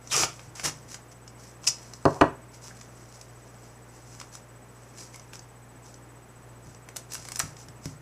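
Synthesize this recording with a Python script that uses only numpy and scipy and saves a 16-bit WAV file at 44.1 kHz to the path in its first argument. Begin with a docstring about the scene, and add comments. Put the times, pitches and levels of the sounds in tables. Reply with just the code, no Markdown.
"""Masking tape for a tape ball

Tape crackles and squeals off its roll as the glue lets go, and is torn. The roll knocks twice on a desk,
which rings. The strip rustles as it is handled and pressed onto a large taped ball, which thumps softly.
The small room has a mains hum; the computer microphone hisses and adds a faint pulsing whine."""
import sys
import numpy as np
from scipy import signal
from scipy.fft import rfft, irfft
from scipy.io import wavfile
from scipy.ndimage import uniform_filter1d

SR = 44100
rng = np.random.default_rng(int(sys.argv[2]) if len(sys.argv) > 2 else 0)


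def inscribe(sig):
    """Save sig as 16-bit PCM at rate SR to the path in sys.argv[1].

    A 1-D sig is mono; a 2-D sig holds one channel per row.
    Samples are clipped to [-1, 1] before scaling.
    """
    pcm = np.round(np.clip(np.atleast_2d(sig).T, -1, 1) * 32767)
    wavfile.write(sys.argv[1], SR, pcm.astype(np.int16))


N = 353285
TIME = np.arange(N) / SR


def amp(db):
    """Turns decibels into a number to multiply by."""
    return 10 ** (np.asarray(db) / 20)


def evened(x):
    """Scales a signal to an average strength (rms) of 1."""
    return x / np.sqrt(np.mean(x ** 2) + 1e-20)


def read(points, hz):
    """Reads between (frequency, value) points, on a scale of octaves."""
    f, value = np.transpose(points)
    return np.interp(np.log(hz + 1), np.log(f + 1), value)


def add(mix, s, sound):
    """Mixes a sound in at s seconds."""
    part = mix[..., max(round(s * SR), 0):][..., :sound.shape[-1]]
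    part += sound[..., :part.shape[-1]]


def coloured_click(points, size=4096):
    """A click with the given tone colour and an energy of 1, packed at its start (minimum phase)."""
    log_gain = np.log(amp(read(points, abs(np.fft.fftfreq(size, 1 / SR)))))
    response = np.fft.ifft(np.exp(np.conj(signal.hilbert(log_gain)))).real[:size // 2]
    return response / np.linalg.norm(response)


def soften(x, hz):
    """Turns down everything above hz."""
    return signal.sosfilt(signal.butter(2, min(hz, SR / 3), fs=SR, output="sos"), x)


def waver(hz, size=N):
    """A smooth random curve that moves up to about hz times a second."""
    return evened(soften(rng.standard_normal(size), hz))


def flutter(hz, depth_db):
    """A volume that wavers at random."""
    return evened(amp(depth_db * waver(hz)))


def crackle(per_s, spread_db):
    """Tiny random clicks of unequal size."""
    size = amp(spread_db * np.minimum(rng.exponential(1, N), 4))
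    return evened(size * rng.choice([-1, 1], N) * (rng.random(N) < per_s / SR))


def ringing_noise(hz, width_hz, size=N):
    """A wavering ring around one pitch."""
    wander = soften(rng.standard_normal(size) + 1j * rng.standard_normal(size), width_hz / 2)
    return evened((wander * np.exp(2j * np.pi * hz * TIME[:size])).real)


def background(air_db=-52.5, frames_per_s=14.98, on_share=0.41):
    """Room air, mains hum, and a slightly unsteady whine that pulses with every camera frame."""
    # tone colour of room air and microphone hiss: (frequency [Hz], relative level [dB])
    air_colour = [(20, -16), (38, 1), (55, -26), (100, 2.5), (200, 3), (400, 1.5), (1000, -3), (2000, -9.5),
                  (3600, -20.5), (4600, -22.5), (6300, -18), (8500, -21.5), (12000, -23.5), (15200, -31)]
    # hum of the mains power: (frequency [Hz], level [dB])
    hum_tones = [(59.6, -61), (119.7, -53), (239.5, -70.5)]
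    # whine of the electronics: (frequency [Hz], level while on [dB], share that pulses [0-1])
    whine_tones = [(8000, -61, .97), (12947, -81, .9), (11052, -87, .5), (15250, -84, .1)]
    air_gain = amp(read(air_colour, np.fft.rfftfreq(N, 1 / SR)))
    air = amp(air_db) * evened(irfft(rfft(rng.standard_normal(N)) * air_gain, N))
    hum = sum(amp(db) * np.sqrt(2) * np.sin(2 * np.pi * (hz * TIME + rng.random()))
              for hz, db in hum_tones)
    frame = (TIME - .0271) * frames_per_s
    is_on = abs((frame + .5) % 1 - .5) < on_share / 2
    gate = uniform_filter1d(1. * is_on, size=60)
    drift = .2 * waver(7)
    whine = sum(amp(db) * np.sqrt(2) * (1 - share * (1 - gate)) * np.sin(2 * np.pi * hz * TIME + drift)
                for hz, db, share in whine_tones)
    return air * flutter(hz=2.7, depth_db=0.23) + hum * flutter(hz=1.9, depth_db=0.86) + whine


def room(x, echo_db, first_echo_s=0.00407):
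    """The walls add a blur of echoes, in which each pitch dies away at its own speed."""
    # how long the room rings: (frequency [Hz], time to fade by 60 dB [s])
    fade_times = [(100, 0.21), (500, 0.29), (1500, 0.31), (6000, 0.24), (10000, 0.23), (15000, 0.13)]
    t = TIME[:SR // 2]
    echoes = rng.standard_normal(len(t)) * (t > first_echo_s)
    hz, when, bands = signal.stft(echoes, SR, nperseg=256)
    fade = amp(-60 * when / read(fade_times, hz)[:, None])
    tail = signal.istft(bands * fade, SR, nperseg=256)[1]
    return x + amp(echo_db) * signal.fftconvolve(x, tail / np.linalg.norm(tail))[:N]


def widen(mid):
    """Makes stereo: left and right differ a little, mostly in the treble."""
    # stereo width: (frequency [Hz], side level compared with the middle [dB])
    width = [(100, -68), (1200, -65), (2800, -52), (5600, -15), (10000, -9), (14000, -6.5)]
    hz = np.fft.rfftfreq(N, 1 / SR)
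    knots = np.linspace(0, SR / 2, num=500)
    phase = .9 * np.interp(hz, knots, rng.standard_normal(len(knots))) - np.pi / 2
    side = irfft(rfft(mid) * amp(read(width, hz)) * np.exp(1j * phase), N)
    return np.array([mid + side, mid - side])


def thumps():
    """Hands bump the ball and the roll; such soft pushes ring only their lowest tones."""
    # the bumps: (time [s], peak level [dB], length of the push [s])
    bumps = [(0.113, -49, 0.0048), (0.223, -32, 0.002), (0.466, -41, 0.0048), (0.642, -35, 0.0032),
             (0.671, -30.5, 0.0012), (0.85, -45, 0.0029), (6.665, -40.5, 0.0044), (7.184, -41, 0.0047),
             (7.435, -30, 0.0041), (7.683, -39.5, 0.0049), (7.858, -25.5, 0.0013)]
    # their hollow boom: (frequency [Hz], relative level [dB], time to fade by 60 dB [s])
    boom_tones = [(62.6, -16, 0.18), (96, -4.5, 0.21), (148.6, 3.5, 0.47), (168, -33, 0.26),
                  (266, -1, 0.115), (322, -15, 0.13)]
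    out, t = np.zeros(N), TIME[:SR // 2]
    boom = sum(amp(db - 60 * t / fade_s) * np.cos(2 * np.pi * hz * t) for hz, db, fade_s in boom_tones)
    for s, db, push_s in bumps:
        thump = signal.fftconvolve(boom, t * np.exp(-4 * t / push_s))[:len(t)]
        add(out, s, amp(db) * thump / abs(thump).max())
    return out


def wobble():
    """The cardboard roll wobbles on its rim between the two knocks."""
    # loudness of the rolling rim: (time [s], level [dB])
    loudness = [(2.1, -41), (2.135, -61), (2.165, -40), (2.19, -49), (2.21, -69)]
    s, db = np.transpose(loudness)
    return ringing_noise(hz=850, width_hz=450) * np.interp(TIME, s, amp(db), left=0, right=0)


def band_gains(body_db, sizzle_db):
    """Gains for paper(): the low body and the high sizzle, each compared with the middle band."""
    return amp([[body_db], [0], [sizzle_db]])


def paper(clicks, body_hz=3700, sizzle_hz=9000, size=2048):
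    """Three rows of clicks sound the paper's low body, its middle crackle and its high sizzle."""
    # tone colour of crackling paper: (frequency [Hz], relative level [dB])
    paper_colour = [(60, -29), (140, 2), (220, -25.5), (350, -7), (600, -7.5), (1150, -4.5), (1700, -7.5),
                    (2400, -7.5), (3500, -10), (4500, -2.5), (5700, 6), (7500, -1), (11000, -18.5),
                    (15500, -29.5)]
    hz = np.fft.rfftfreq(2 * size, 1 / SR)
    body = 1 / (1 + (hz / body_hz) ** 10)
    sizzle = 1 / (1 + (sizzle_hz / (hz + 1)) ** 10)
    colour = rfft(np.pad(coloured_click(paper_colour), (size, 0)))
    bands = irfft(colour * np.array([body, 1 - body - sizzle, sizzle]))
    bands /= np.linalg.norm(bands, axis=1, keepdims=True)
    return signal.oaconvolve(clicks, bands, axes=1).sum(0)[size:size + N]


def knocks(ring_db=-19.5, blow_db=9, clatter_db=2, clatter_s=0.014, tick_s=0.0017):
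    """The roll hits the desk with a tick and a brief clatter; where it lands shapes the desk's ring."""
    # the roll lands: (time [s], force [dB], hardness as a treble limit [Hz], place on the desk [0-1],
    # tick level [dB], crack of the rim compared with the tick [dB])
    landings = [(2.0542, 3, 1010, 0.12, -26, 1), (2.2108, -10, 1270, 0.15, -38, 14),
                (2.2132, 3.5, 2050, 0.2, -25.5, 13)]
    # first echoes from nearby surfaces: (delay [s], relative level [dB])
    echoes = [(.0024, -17), (.0049, -7), (.0075, -3), (0.0107, -8), (0.015, -27), (0.024, -20),
              (.0275, -11), (.031, -20)]
    # dull clunk of roll and desk top: (frequency [Hz], relative level [dB])
    clunk_colour = [(30, -38), (60, -5), (130, -11), (195, -4), (280, 3.5), (900, 2.5), (1500, -1),
                    (1850, -7), (2150, -18), (3100, -14), (4200, -23), (9000, -34)]
    # the desk's own tones: (frequency [Hz], relative level [dB], time to fade by 60 dB [s])
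    desk_tones = [(57.5, -21, 0.26), (92, -7, 0.15), (141, -3, 0.22), (164, -9, 0.28), (248.7, -15.5, 0.33),
                  (296.5, -1.5, 0.14), (334, -7.5, 0.21), (400.7, -0.5, 0.15), (425.5, -4.5, 0.11),
                  (553.4, -5, 0.11), (654, 2, 0.11), (705, 4.5, 0.061), (830, 3, 0.064), (907, -4, 0.13),
                  (964, -9, 0.16), (1010, -2, 0.091), (1090, -1.5, 0.11), (1270, -13, 0.083),
                  (1550, -20, 0.077), (1650, -10, 0.046), (1903, -8, .07), (2940, 1.5, 0.022)]
    out, ticks, t = np.zeros(N), np.zeros((3, N)), TIME[:SR // 2]
    blow = np.zeros(len(t))
    for delay, db in [(0, 0), *echoes]:
        add(blow, delay, np.array([-amp(blow_db + db)]))
    clatter = rng.standard_normal(len(t)) * np.exp(-t / clatter_s)
    force = blow + amp(clatter_db) * clatter / np.linalg.norm(clatter)
    clunk = signal.fftconvolve(force, coloured_click(clunk_colour))[:len(t)]
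    tones = np.array([amp(db - 60 * t / fade_s) * np.sin(2 * np.pi * hz * t)
                      for hz, db, fade_s in desk_tones])
    index = np.arange(len(desk_tones))
    for s, db, hard_hz, place, tick_db, crack_db in landings:
        weights = (-1) ** index * (1 + 0.41 * np.cos(2 * np.pi * index * place))
        add(out, s, amp(db) * soften(clunk + amp(ring_db) * weights @ tones, hard_hz))
        tick = rng.choice([-1, 1], len(t)) * np.exp(-t / tick_s)
        add(ticks, s, amp(tick_db) * band_gains(crack_db, sizzle_db=-15) * tick)
    return out + paper(ticks)


def rustle(grip_db=-78, crinkle_db=-7.5, rise_share=0.28, fade_share=0.67):
    """Sliding fingers rub a soft, grainy swish out of the crepe paper and set off small crinkles."""
    # finger strokes along the strip: (start [s], length [s], level [dB])
    strokes = [(0.01, 0.54, -52.5), (.7, 0.29, -64.5), (0.876, 0.11, -48), (1.109, 0.028, -53.5),
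               (1.367, 0.21, -57.5), (1.613, 0.16, -49), (1.712, 0.42, -58), (2.034, 0.27, -55),
               (2.51, 0.1, -57), (2.608, 0.13, -50.5), (2.725, 0.18, -58.5), (2.874, 0.31, -64),
               (3.064, 0.26, -62), (3.282, 0.43, -68.5), (3.567, 0.29, -65.5), (3.857, 0.31, -63.5),
               (4.04, 0.29, -58.5), (4.315, 0.088, -52.5), (4.683, 0.78, -68.5), (4.956, 0.14, -49.5),
               (5.12, .07, -57), (5.324, 0.061, -50), (5.827, 0.13, -57.5), (6.628, 0.14, -62),
               (7.088, 0.16, -47), (7.185, .22, -54), (7.415, 0.15, -56), (7.573, 0.093, -54.5),
               (7.809, 0.15, -54.5)]
    rub = np.full(N, amp(grip_db))  # the held strip never quite rests
    for s, length, db in strokes:
        progress = np.arange(0, 1, 1 / (length * SR))
        swell = np.minimum(progress / rise_share, (1 - progress) / fade_share)
        add(rub, s, amp(db) * np.clip(swell, 0, 1))
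    swish = band_gains(body_db=-7, sizzle_db=-9) * crackle(per_s=6000, spread_db=2.5)
    swish *= flutter(hz=50, depth_db=2.0)
    crinkles = band_gains(body_db=-3, sizzle_db=-9) * crackle(per_s=45, spread_db=2.5)
    return rub * (swish + amp(crinkle_db) * crinkles)


def snaps(rise_s=0.0013, echo_db=-16, echo_s=0.021, lowest_hz=560):
    """Each snap is a quick cluster of tiny breaks, its sound scattered by the hands and desk."""
    # creases snap and glue lets go: (time [s], level [dB], relative body [dB], relative sizzle [dB])
    breaks = [(0.0732, -41.5, -11, -27), (.1631, -19.5, -11, -15), (0.2341, -31, 9.5, -14),
              (0.393, -50.5, 7, -19), (0.556, -43, -22, -14), (0.596, -40, 7, -11), (0.643, -43, -4, -6),
              (.681, -48, -13, -15), (0.943, -36, -1.5, -17), (1.277, -41, -12, -34),
              (1.641, -42, -3.5, -25), (1.6734, -15.5, -20.5, -30), (1.6862, -28, -20, -21),
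              (1.935, -39, -8, -14), (2.8122, -44.5, -4, -24), (3.2122, -44.5, -4, -8),
              (4.1995, -39, -4.5, -13), (4.2128, -41, 1.5, -11), (4.352, -41, -3.5, -8),
              (5.1583, -51, 3, 3), (5.1958, -47.5, -4, -20), (5.333, -48.5, 7.5, -3),
              (5.3923, -43, -10, -16), (5.941, -48, -12, -14), (6.7467, -52, -3, -23),
              (6.8876, -47, 4, -2.5), (6.9611, -41, 3, -4), (6.966, -30.5, -9, -2.5),
              (7.1198, -36, -10, -7), (7.1344, -36.5, -9, -1), (7.144, -38, -8, 1),
              (7.1511, -37.5, 0.5, -4), (7.251, -43.5, -2, -7), (7.2857, -41.5, 3.5, 0),
              (7.3189, -34, -5, -5.5), (7.348, -42, -15, -12), (7.3576, -31.5, -9, -6),
              (7.3688, -40, -3, -2), (7.3926, -31.5, -1, 7.5), (7.3984, -22.5, -6.5, -16),
              (7.567, -46, -3.5, -21), (7.6845, -48, -2, -8), (7.8554, -39, -1.5, -5.5)]
    clicks, t = np.zeros((3, N)), TIME[:2500]
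    shape = t / rise_s * np.exp(1 - t / rise_s) + amp(echo_db) * np.exp(-t / echo_s)
    for s, db, body, sizzle in breaks:
        burst = rng.choice([-1, 1], len(t)) * shape
        add(clicks, s, amp(db) * band_gains(body, sizzle) * burst)
    # so small a patch of paper gives off little bass
    return signal.sosfilt(signal.butter(2, lowest_hz, "highpass", fs=SR, output="sos"), clicks)


def twangs():
    """The tight strip rings or squeaks as it is jerked."""
    # rings of the strip: (time [s], pitch [Hz], pitch spread [Hz], level [dB], fade time [s])
    jerks = [(.114, 2870, 1090, -34, 0.099), (.174, 1282, 250, -34, 0.067), (0.233, 657, 403, -28, 0.011),
             (1.675, 5640, 350, -24, 0.029), (1.671, 2730, 700, -29.5, 0.011),
             (2.707, 1660, 400, -43.5, 0.0057), (5.142, 2170, 244, -47, 0.01),
             (7.401, 1304, 1100, -26.5, 0.0069)]
    out, t = np.zeros(N), TIME[:SR // 4]
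    for s, hz, width_hz, db, fade_s in jerks:
        fade = np.exp(-(t / fade_s) ** 1.5)
        ring = ringing_noise(hz, width_hz, size=len(t)) * fade
        add(out, s, amp(db) * ring * np.linalg.norm(fade) / np.linalg.norm(ring))
    return out


def squeal(jitter=0.1, overtone_db=-8, sink_octaves_per_s=10.8):
    """The glue sticks and slips in short fits, sinking in pitch as the free strip grows longer."""
    # fits of squealing: (start [s], length [s], starting pitch [Hz], level [dB])
    fits = [(0.098, 0.037, 3900, -39.5), (0.141, 0.018, 1370, -26.5), (0.172, 0.013, 457, -29),
            (0.193, 0.037, 360, -37.5)]
    out = np.zeros(N)
    unsteady = 1 + jitter * waver(580)
    for s, length, start_hz, db in fits:
        t = np.arange(0, length, 1 / SR)
        hz = start_hz * 2 ** (-sink_octaves_per_s * t) * unsteady[round(s * SR):][:len(t)]
        phase = 2 * np.pi * np.cumsum(hz) / SR
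        slips = sum(amp(overtone_db * k) * np.sin((k + 1) * phase) for k in range(3))
        add(out, s, amp(db) * np.sin(np.pi * t / length) * evened(slips))
    return out


def pulls(rasp=0.46, start_hz=3100, end_hz=190, slowing_s=0.027):
    """Glue threads and fibres break by the thousand, in slips that slow as the free strip lengthens."""
    # tape peels off the roll: (start [s], rise [s], hold [s], fade [s], level [dB],
    # relative body [dB], relative sizzle [dB])
    peels = [(0.108, 0.019, 0.11, .015, -27.5, -7, -10.5), (.552, .002, 0.049, 0.049, -48, -2.5, -8),
             (0.632, 0.018, 0.005, 0.034, -30.5, -2, -6.5),
             (1.665, 0.0079, 0.0027, 0.019, -24.5, -14.5, -11.5)]
    strength, t = np.zeros((3, N)), TIME[:SR // 3]
    slip_hz = end_hz + (start_hz - end_hz) * np.exp(-t / slowing_s)
    for s, rise, hold, fade, db, body, sizzle in peels:
        speed = np.minimum(t / rise, 1) * np.exp(-(np.maximum(t - rise - hold, 0) / fade) ** 2)
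        unsteady = 1 + 0.196 * waver(289, len(t))
        slips = evened(1 + rasp * np.cos(2 * np.pi * np.cumsum(slip_hz * unsteady) / SR))
        add(strength, s, speed * slips * amp(db) * band_gains(body, sizzle))
    return strength * crackle(per_s=6500, spread_db=2.6) * flutter(hz=200, depth_db=0.45)


def scene():
    """Tape, desk and ball in one small room, nearly mono."""
    tape = paper(pulls() + rustle() + snaps()) + squeal() + twangs()
    desk = knocks() + wobble()
    in_room = room(tape, echo_db=-10.5) + room(desk, echo_db=-13.0) + room(thumps(), echo_db=-7)
    return widen(in_room + background())


def record(dry, ceiling=0.9, top_hz=15500):
    """The microphone rounds off the hardest peaks; then the highest treble is cut."""
    rounded = dry / (1 + (dry / ceiling) ** 8) ** (1 / 8)
    treble_cut = signal.firwin(255, top_hz, window=("kaiser", 9), fs=SR)
    return signal.oaconvolve(rounded, treble_cut[None], "same")


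dry = scene()
out = record(dry)
inscribe(out)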